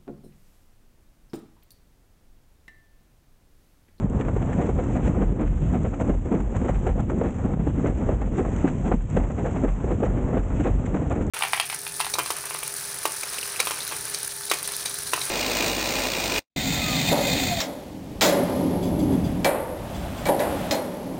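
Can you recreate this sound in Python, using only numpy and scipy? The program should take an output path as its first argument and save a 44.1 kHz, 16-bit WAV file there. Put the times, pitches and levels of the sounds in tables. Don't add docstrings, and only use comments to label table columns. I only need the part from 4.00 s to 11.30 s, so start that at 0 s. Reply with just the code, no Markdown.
import sys
import numpy as np
from scipy import signal
from scipy.fft import rfft, irfft, next_fast_len
from scipy.io import wavfile
from scipy.ndimage import uniform_filter1d, map_coordinates

SR = 44100
rng = np.random.default_rng(int(sys.argv[2]) if len(sys.argv) > 2 else 0)


def unload_audio(sound):
    columns = np.transpose(np.atleast_2d(sound))
    steps = np.round(np.clip(columns, -1, 1) * 32767)
    wavfile.write(sys.argv[1], SR, steps.astype(np.int16))


N = 321930
TIME_S = np.arange(N) / SR

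# frequency in Hz, relative gain in dB.
RUMBLE_SPECTRUM = [(15, -42.5), (27, -10.5), (42, 4.5), (60, 3.5), (100, 2.5), (160, -1), (220, -10),
                   (400, -42)]
KNOCK_SPECTRUM = [(60, -25.5), (120, -11), (190, 9), (270, -2), (400, -7.5), (900, -44.5)]
FLUTTER_SPECTRUM = [(100, -24.5), (190, 2.5), (260, 2), (400, -6.5), (500, -13), (610, -14), (720, -24),
                    (900, -24), (1500, -56.5)]
RUSH_SPECTRUM = [(200, 2), (480, 10), (850, 8.5), (1250, 3), (1550, -2), (2000, -4.5), (3000, -25),
                 (4500, -17.5), (8000, -13.5)]
SPRAY_SPECTRUM = [(1000, -5), (2200, 0), (3500, -4), (5000, 3), (7300, 3), (9000, 3), (12000, 1.5)]
SPLASH_SPECTRUM = [(250, -7), (450, 12.5), (750, 14), (1000, 5.5), (1300, 2), (2000, -2), (3000, -12),
                   (4500, -9.5), (8000, -38)]
TICK_SPECTRUM = [(1000, -17), (2600, -8), (4000, -4.5), (6300, 3), (9000, 5.5), (12000, -5.5)]
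SWISH_SPECTRUM = [(500, -21.5), (1400, 6.5), (2400, -0.5), (3300, -5.5), (4500, -0.5), (7000, -17.5)]
# time in seconds, base level in dB.
RUMBLE_LEVELS = [(0, -22.5), (0.9, -23.5), (1.15, -20), (1.45, -22.5), (1.7, -20), (2.3, -25), (2.7, -20.5),
                 (3.25, -26.5), (3.6, -21), (4.5, -24.5), (4.85, -21.5), (5.05, -21.5), (5.6, -25),
                 (6.1, -22.5), (7.3, -23)]
# time in seconds, base level in dB.
SPRAY_LEVELS = [(0, -55), (0.38, -51), (0.57, -41.5), (.76, -45.5), (1.07, -47), (1.28, -51), (1.95, -44),
                (2.3, -46.5), (2.7, -43), (3, -49.5), (3.37, -42), (3.5, -54), (3.87, -42.5), (4.2, -48),
                (4.6, -41.5), (5.05, -45), (5.22, -43.5), (5.28, -45.5), (5.5, -42.5), (5.65, -44),
                (5.85, -44), (6.17, -48.5), (6.55, -44), (6.8, -47), (7.05, -45.5), (7.3, -46.5)]
# centre and half-width in seconds, wind drop and water drop in dB.
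LIGHT_RUNS = [(.09, 0.044, 4.5, 6.5), (.33, 0.019, 0.5, 3), (.745, 0.036, -0.5, 2.5), (1.32, .05, 3.5, 4.5),
              (1.51, 0.13, 8, 7.5), (1.63, 0.028, -3.5, 4), (1.8, 0.025, 2.5, 5), (1.93, 0.1, 3, 6.5),
              (2.21, 0.072, 9, 10), (2.48, 0.077, 7, 6.5), (2.8, 0.04, 7.5, 4.5), (2.94, 0.024, 8.5, 7),
              (3.06, 0.037, -1, 12), (3.15, 0.021, 0, 7), (3.33, .04, 3.5, 5), (3.6, 0.071, 4.5, 7.5),
              (3.73, 0.025, 4, 10.5), (3.94, 0.03, 5, 9), (4.18, 0.047, 7.5, 4), (4.3, 0.037, 1.5, 8),
              (4.769, 0.075, 2, 5.5), (5, 0.052, 15.5, 11.5), (5.08, 0.042, 11.5, 10),
              (5.32, 0.1, 6.5, 4.5), (5.73, 0.078, 9.5, 5.5), (5.98, 0.03, 0, 7), (6.45, 0.059, 5.5, 3),
              (6.78, 0.11, 2, 3.5), (7.27, 0.062, 0.5, 1.5)]
# time in seconds, pitch in Hz, peak in dB.
HULL_THUMPS = [(0.046, 170, -8.5), (.17, 175, -12), (1.1, 197, -16.5), (2.33, 221, -12), (3.451, 186, -7.5),
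               (3.544, 200, -16), (3.598, 170, -11), (2.1, 200, -17.5), (3.799, 171, -22.5),
               (4.386, 192, -13.5), (4.647, 196, -9.5), (5.176, 200, -11), (6.945, 196, -11)]
# crest and length in seconds, pitch in Hz, body and splash in dB.
CHOP_SLAPS = [(0.055, .02, 192, -21, -51), (0.151, 0.014, 190, -21.5, -38),
              (0.201, 0.0084, 273, -20.5, -31.5), (0.285, 0.012, 450, -25.5, -30),
              (0.366, 0.008, 380, -22.5, -32), (0.421, 0.024, 288, -32, -33.5),
              (0.491, .02, 470, -31.5, -36), (0.518, 0.038, 290, -40, -36), (0.6, 0.064, 330, -29, -31.5),
              (0.691, 0.012, 410, -21, -40), (0.79, 0.021, 400, -27.5, -29.5),
              (0.961, 0.029, 215, -23.5, -29.5), (1.055, 0.049, 247, -27, -42),
              (1.077, 0.0082, 475, -27, -44), (1.167, 0.045, 288, -25.5, -40.5),
              (1.219, 0.024, 328, -27.5, -31.5), (1.405, 0.048, 262, -21.5, -33.5),
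              (1.742, 0.036, 207, -23, -30), (1.852, 0.026, 433, -27, -34.5),
              (1.938, 0.017, 300, -33, -32.5), (2, 0.0084, 600, -26, -33),
              (2.013, 0.014, 242, -19.5, -27.5), (2.072, 0.027, 244, -22.5, -41),
              (2.097, 0.016, 304, -19, -28.5), (2.26, 0.018, 298, -26.5, -38.5),
              (2.319, 0.016, 239, -17, -32), (2.346, 0.022, 241, -17, -31),
              (2.404, 0.011, 250, -19.5, -34.5), (2.552, 0.023, 448, -43, -31.5),
              (2.617, 0.015, 224, -21.5, -35), (2.651, 0.021, 360, -25.5, -32.5),
              (2.692, 0.011, 530, -22, -27), (2.869, 0.014, 408, -22, -26), (2.893, 0.023, 430, -30, -32.5),
              (2.981, 0.008, 517, -29.5, -40), (2.998, 0.018, 200, -28, -33),
              (3.099, 0.008, 270, -24.5, -31.5), (3.118, 0.005, 284, -21, -38),
              (3.215, 0.01, 523, -18.5, -32), (3.248, 0.031, 283, -23, -30.5),
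              (3.453, .012, 260, -21.5, -35.5), (3.496, 0.026, 420, -38, -42.5),
              (3.538, .013, 225, -23.5, -35.5), (3.6, 0.02, 211, -28, -36), (3.671, 0.018, 258, -19, -32),
              (3.786, 0.023, 217, -19, -48), (3.846, 0.0093, 302, -16, -35),
              (3.866, 0.035, 313, -29.5, -29.5), (4.015, 0.023, 206, -27.5, -39),
              (4.091, 0.014, 495, -19, -38.5), (4.122, 0.032, 450, -43, -36.5),
              (4.219, 0.014, 218, -28.5, -31), (4.382, 0.011, 260, -19.5, -31.5),
              (4.395, 0.026, 340, -19.5, -34), (4.455, .014, 258, -33, -30.5),
              (4.647, 0.015, 277, -13, -30), (4.675, 0.024, 219, -38, -34), (4.864, 0.034, 195, -19.5, -32),
              (4.917, 0.0095, 453, -17, -37), (4.938, 0.013, 213, -15.5, -31.5),
              (5.17, 0.011, 436, -17.5, -25.5), (5.194, 0.023, 242, -30, -33),
              (5.238, 0.022, 355, -39, -36.5), (5.304, 0.017, 450, -36, -35), (5.387, .029, 326, -28, -31),
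              (5.457, 0.034, 480, -32, -30.5), (5.563, 0.016, 232, -33, -30), (5.64, 0.024, 292, -17, -32),
              (5.684, 0.019, 250, -45, -32.5), (5.844, 0.0068, 326, -20, -39),
              (5.879, 0.023, 450, -31, -38), (5.913, 0.019, 400, -21, -35),
              (6.004, 0.0073, 268, -26.5, -32.5), (6.031, 0.019, 388, -16.5, -30.5),
              (6.062, .02, 416, -43, -31), (6.174, 0.037, 300, -27, -39), (6.277, .025, 279, -27.5, -37.5),
              (6.33, 0.0062, 450, -25.5, -41), (6.347, 0.04, 288, -21.5, -33),
              (6.371, 0.0083, 495, -18.5, -34), (6.504, 0.0098, 300, -43, -37),
              (6.603, 0.024, 251, -19.5, -36), (6.653, 0.014, 390, -21, -31.5),
              (6.67, 0.028, 292, -22, -29.5), (6.946, 0.014, 258, -20.5, -29.5),
              (6.967, 0.012, 404, -34.5, -32.5), (7.021, 0.016, 227, -23, -34.5),
              (7.113, 0.026, 298, -26, -27), (7.162, 0.03, 325, -27.5, -34),
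              (7.211, 0.013, 240, -24.5, -35)]
# crest of the throb in seconds, peak in dB.
BOARD_SKIPS = [(0.079, -22), (.335, -24), (0.714, -22), (1.28, -15.5), (1.499, -15.5), (2.159, -17.5),
               (2.438, -21.5), (2.778, -19.5), (2.927, -17.5), (3.116, -33.5), (3.601, -31), (3.909, -31),
               (4.154, -18), (4.256, -19.5), (4.479, -23.5), (4.738, -22.5), (4.986, -17.5), (5.222, -16.5),
               (5.713, -16.5), (6.134, -20), (6.416, -19.5), (6.742, -16.5), (7.206, -26)]
# time in seconds, level at the crest in dB.
DROP_TICKS = [(.099, -31), (.344, -36), (.46, -36), (.532, -33), (0.839, -29.5), (1.256, -44), (1.411, -34),
              (1.832, -32), (2.403, -35), (2.567, -28), (2.874, -30), (3.005, -28.5), (3.118, -40),
              (3.872, -36), (4.145, -36), (4.564, -25.5), (5.021, -35), (5.101, -25.5), (5.171, -33),
              (5.318, -33), (5.689, -36), (6.867, -34), (7.099, -28), (7.126, -30), (7.229, -37),
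              (7.267, -29.5)]
# centre and half-width in seconds, swish and fizz in dB.
SPRAY_SPURTS = [(.211, 0.012, -35.5, -39), (.252, 0.0043, -41, -45), (.425, 0.0068, -40, -41),
                (.533, 0.0061, -42, -36), (.619, 0.0082, -40, -37), (.668, 0.012, -42.5, -37),
                (0.842, 0.0096, -41, -39), (.94, 0.027, -52, -36.5), (1.041, 0.014, -42, -38),
                (1.075, 0.022, -38, -33), (1.478, 0.021, -45.5, -47), (1.55, 0.068, -55, -49),
                (2.011, 0.011, -51, -33.5), (2.566, 0.011, -43, -34.5), (2.622, 0.0089, -47, -50),
                (2.692, 0.023, -42, -37), (2.755, 0.0093, -39.5, -41), (2.876, 0.0074, -44, -39),
                (3.207, 0.0019, -29, -40), (3.275, 0.016, -40.5, -46), (3.873, 0.0099, -40, -39),
                (4.383, 0.03, -42, -34.5), (4.585, 0.035, -42.5, -41), (4.684, 0.017, -33.5, -33.5),
                (4.785, .005, -56, -36), (4.88, 0.011, -50, -36.5), (5.005, 0.016, -50, -52),
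                (5.099, .005, -46, -39), (5.171, 0.0097, -34.5, -34.5), (5.465, 0.014, -53, -37),
                (5.69, .004, -45, -45), (6.055, 0.017, -46, -35), (6.385, 0.017, -40, -45),
                (6.575, 0.018, -46, -39), (6.61, 0.01, -37.5, -37), (6.643, 0.0099, -45, -36),
                (6.675, 0.036, -40, -41), (6.865, 0.0091, -36, -33), (7.225, 0.0083, -42, -36)]
# time in seconds, centre pitch in Hz, first crack's peak in dB.
WATER_SMACKS = [(0.286, 1236, -25), (.532, 1800, -26), (.62, 1600, -26.5), (.693, 1000, -25),
                (1.223, 1155, -19), (1.859, 1000, -26.5), (2.002, 800, -22), (2.013, 1200, -21),
                (2.099, 1000, -31.5), (2.327, 980, -18.5), (2.565, 1080, -20), (2.686, 1230, -18),
                (2.694, 1100, -28), (2.872, 1150, -20), (3.003, 1200, -25), (3.103, 1180, -16.5),
                (3.211, 1100, -30), (3.861, 1420, -18.5), (4.094, 850, -26.5), (4.386, 1206, -21),
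                (4.397, 1125, -19.5), (4.452, 1124, -22), (4.883, 1020, -21), (4.924, 1193, -13),
                (5.172, 1197, -31), (5.474, 1027, -24), (6.035, 1303, -18), (6.349, 1400, -23),
                (6.656, 1100, -22), (6.667, 1410, -20), (7.114, 1100, -18)]
# frequency in Hz, bandwidth in Hz, gain in dB.
HOUSING_MODES = [(253, 55, -16), (505.5, 91, -4), (713, 140, -9.5), (1320, 260, -16)]
# frequency in Hz, gain in dB.
PORT_RESPONSE = [(10, -0.5), (2600, -4.5), (3300, -10), (3900, -19), (4400, -29.5), (4850, -32),
                 (5400, -27), (6200, -15), (7000, -10), (7700, -11), (8400, -20), (9000, -34)]


def undb(db):
    return 10 ** (np.asarray(db) / 20)


def unit(x):
    return x / np.sqrt(np.mean(x ** 2) + 1e-18)


def colour(x, spectrum):
    hz, db = np.transpose(spectrum)
    size = next_fast_len(len(x))
    bins_hz = np.maximum(np.fft.rfftfreq(size, 1 / SR), 1)
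    gain = undb(np.interp(np.log(bins_hz), np.log(hz), db))
    return irfft(rfft(x, size) * gain, size)[:len(x)]


def noise(spectrum):
    return unit(colour(rng.standard_normal(N), spectrum))


def walk(rate_hz):
    knots = rng.standard_normal(N // 16)
    return unit(map_coordinates(knots, [TIME_S * rate_hz], order=2, mode="wrap"))


def steady(x, span_s):
    size = max(int(span_s * SR), 1)
    power = uniform_filter1d(uniform_filter1d(x ** 2, size), size)
    return x / np.sqrt(power + 1e-9)


def impacts(per_s):
    return (rng.random(N) < per_s / SR) * rng.standard_normal(N)


def spatter(spectrum, per_s):
    return unit(colour(impacts(per_s), spectrum))


def curve(points):
    return np.interp(TIME_S, *np.transpose(points))


def bump(at_s, half_width_s):
    out = np.zeros(N)
    near = slice(*np.searchsorted(TIME_S, [at_s - 4 * half_width_s, at_s + 4 * half_width_s]))
    out[near] = np.exp(-((TIME_S[near] - at_s) / half_width_s) ** 2)
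    return out


def window(at_s, before_s, after_s):
    near = slice(max(int((at_s - before_s) * SR), 0), int((at_s + after_s) * SR))
    return near, TIME_S[near] - at_s


def strike(at_s, rise_s, fade_s):
    near, age_s = window(at_s, 0.02, 0.06)
    return near, age_s, np.exp(-np.where(age_s < 0, (age_s / rise_s) ** 2 / 2, age_s / fade_s))


def lulls():
    wind_db = sum(db * bump(at_s, half_width_s) for at_s, half_width_s, db, _ in LIGHT_RUNS)
    water_db = sum(db * bump(at_s, half_width_s) for at_s, half_width_s, _, db in LIGHT_RUNS)
    return wind_db, water_db


def wind(lull_db, flutter_base_db=-27.5, knock_relative_db=-7, rumble_lull_share=0.55):
    puffs = walk(rate_hz=65)
    rumble_db = curve(RUMBLE_LEVELS) + 1.37 * walk(rate_hz=13) - rumble_lull_share * lull_db
    rumble = steady(noise(RUMBLE_SPECTRUM) * undb(1.4 * puffs), span_s=0.1)
    knocks = unit(colour(np.tanh(impacts(per_s=45)), KNOCK_SPECTRUM))
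    flutter = steady(noise(FLUTTER_SPECTRUM) * undb(2.2 * puffs + 2.1 * walk(rate_hz=310)), span_s=0.02)
    flutter_db = flutter_base_db + 1.83 * walk(rate_hz=19) - lull_db
    return rumble * undb(rumble_db) + (flutter + undb(knock_relative_db) * knocks) * undb(flutter_db)


def rush(lull_db, base_db=-37):
    flow = noise(RUSH_SPECTRUM)
    rough_db = 2.0 * walk(rate_hz=58) + 1.4 * walk(rate_hz=310)
    return steady(flow * undb(rough_db), span_s=0.052) * undb(base_db - lull_db)


def spray(lull_db, mist_gain_db=2.0, patter_gain_db=-0.5, lull_share=0.41, thrown_relative_db=-14):
    running = undb(curve(SPRAY_LEVELS) - lull_share * lull_db)
    thrown = sum(undb(splash_db + thrown_relative_db) * bump(at_s + length_s / 4, half_width_s=0.012)
                 for at_s, length_s, _, _, splash_db in CHOP_SLAPS)
    mist = noise(SPRAY_SPECTRUM) * undb(1.3 * walk(rate_hz=63) + 1.6 * walk(rate_hz=180))
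    droplets = impacts(per_s=900) * undb(3 * walk(rate_hz=400))
    patter = steady(colour(droplets, SPRAY_SPECTRUM), span_s=0.049)
    return np.hypot(running, thrown) * (undb(mist_gain_db) * mist + undb(patter_gain_db) * patter)


def thumps(sag_per_s=6):
    out = np.zeros(N)
    for (at_s, hz, db), phase in zip(HULL_THUMPS, rng.random(len(HULL_THUMPS))):
        near, age_s, envelope = strike(at_s, rise_s=0.0019, fade_s=0.0055)
        cycles = hz * age_s * (1 - sag_per_s * age_s / 2) + phase
        out[near] += undb(db) * envelope * np.sin(2 * np.pi * cycles)
    return out


def slaps(pocket_q=1.78, rise_share=0.23, fade_share=0.68, crack_gain=0.18, crack_s=0.00098):
    out = np.zeros(N)
    water = steady(spatter(SPLASH_SPECTRUM, per_s=2400), span_s=0.0057) * undb(1.1 * walk(rate_hz=960))
    push = rng.standard_normal(N)
    for at_s, length_s, hz, body_db, splash_db in CHOP_SLAPS:
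        near, age_s = window(at_s, 2 * length_s, 4 * length_s)
        lengths = np.abs(age_s) / length_s
        decay = np.where(age_s < 0, (lengths / rise_share) ** 2, (lengths / fade_share) ** 1.88)
        envelope = np.exp(-decay / 2)
        pocket = signal.iirpeak(hz, pocket_q, fs=SR)
        ring = steady(signal.lfilter(*pocket, signal.lfilter(*pocket, push[near])), span_s=0.008)
        crack = 1 + crack_gain * np.exp(-np.abs(age_s) / crack_s)
        body = unit(ring * envelope) * undb(body_db)
        splash = unit(water[near] * envelope * crack) * undb(splash_db)
        out[near] += np.sqrt(length_s * SR / len(age_s)) * (body + splash)
    return out


def throbs(pitch_hz=43.6, rise_s=0.054, fade_s=0.063):
    out = np.zeros(N)
    wobble_s = np.cumsum(0.0927 * walk(rate_hz=40)) / SR
    for (at_s, db), phase in zip(BOARD_SKIPS, rng.random(len(BOARD_SKIPS))):
        near, age_s = window(at_s, 0.1, 0.3)
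        envelope = np.exp(-np.where(age_s < 0, (age_s / rise_s) ** 2 / 2, (age_s / fade_s) ** 2))
        cycles = pitch_hz * (age_s + wobble_s[near]) + phase
        out[near] += undb(db) * envelope * np.sin(2 * np.pi * cycles)
    return out


def ticks():
    gain = np.zeros(N)
    for at_s, db in DROP_TICKS:
        near, _, envelope = strike(at_s, rise_s=0.0003, fade_s=0.0022)
        gain[near] += undb(db) * envelope
    return gain * steady(noise(TICK_SPECTRUM), span_s=0.001)


def spurts():
    swish = spatter(SWISH_SPECTRUM, per_s=1100)
    fizz = unit(noise(SPRAY_SPECTRUM) * undb(walk(rate_hz=780)))
    return sum(bump(at_s, half_width_s) * (undb(swish_db) * swish + undb(fizz_db) * fizz)
               for at_s, half_width_s, swish_db, fizz_db in SPRAY_SPURTS)


def smacks(crack_count=4, gap_s=0.0034, scatter_octaves=0.14, step_db=-5.0):
    out = np.zeros(N)
    for at_s, centre_hz, db in WATER_SMACKS:
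        for k, (jitter, detune, phase) in enumerate(rng.uniform(-1, 1, (crack_count, 3))):
            crack_at_s = at_s + gap_s * (k - 0.5 + jitter / 3)
            near, age_s, envelope = strike(crack_at_s, rise_s=0.00012, fade_s=0.0008)
            hz = centre_hz * 2 ** (scatter_octaves * detune)
            out[near] += undb(db + k * step_db) * envelope * np.sin(2 * np.pi * (hz * age_s + phase))
    return out


def scene():
    wind_lull_db, water_lull_db = lulls()
    board = slaps() + smacks() + thumps() + throbs()
    flow = wind(wind_lull_db) + rush(water_lull_db)
    return (board + flow + spray(water_lull_db) + spurts() + ticks())[None]


def record(dry, ceiling=0.97, cutoff_hz=9000):
    ringing = sum(undb(db) * signal.lfilter(*signal.iirpeak(hz, hz / width_hz, fs=SR), dry[0])
                  for hz, width_hz, db in HOUSING_MODES)
    rounded = ceiling * np.tanh((dry[0] + ringing) / ceiling)
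    lowpass = signal.ellip(8, 0.2, 70, cutoff_hz, fs=SR, output="sos")
    return signal.sosfilt(lowpass, colour(rounded, PORT_RESPONSE))[None]


dry = scene()
out = record(dry)
unload_audio(out)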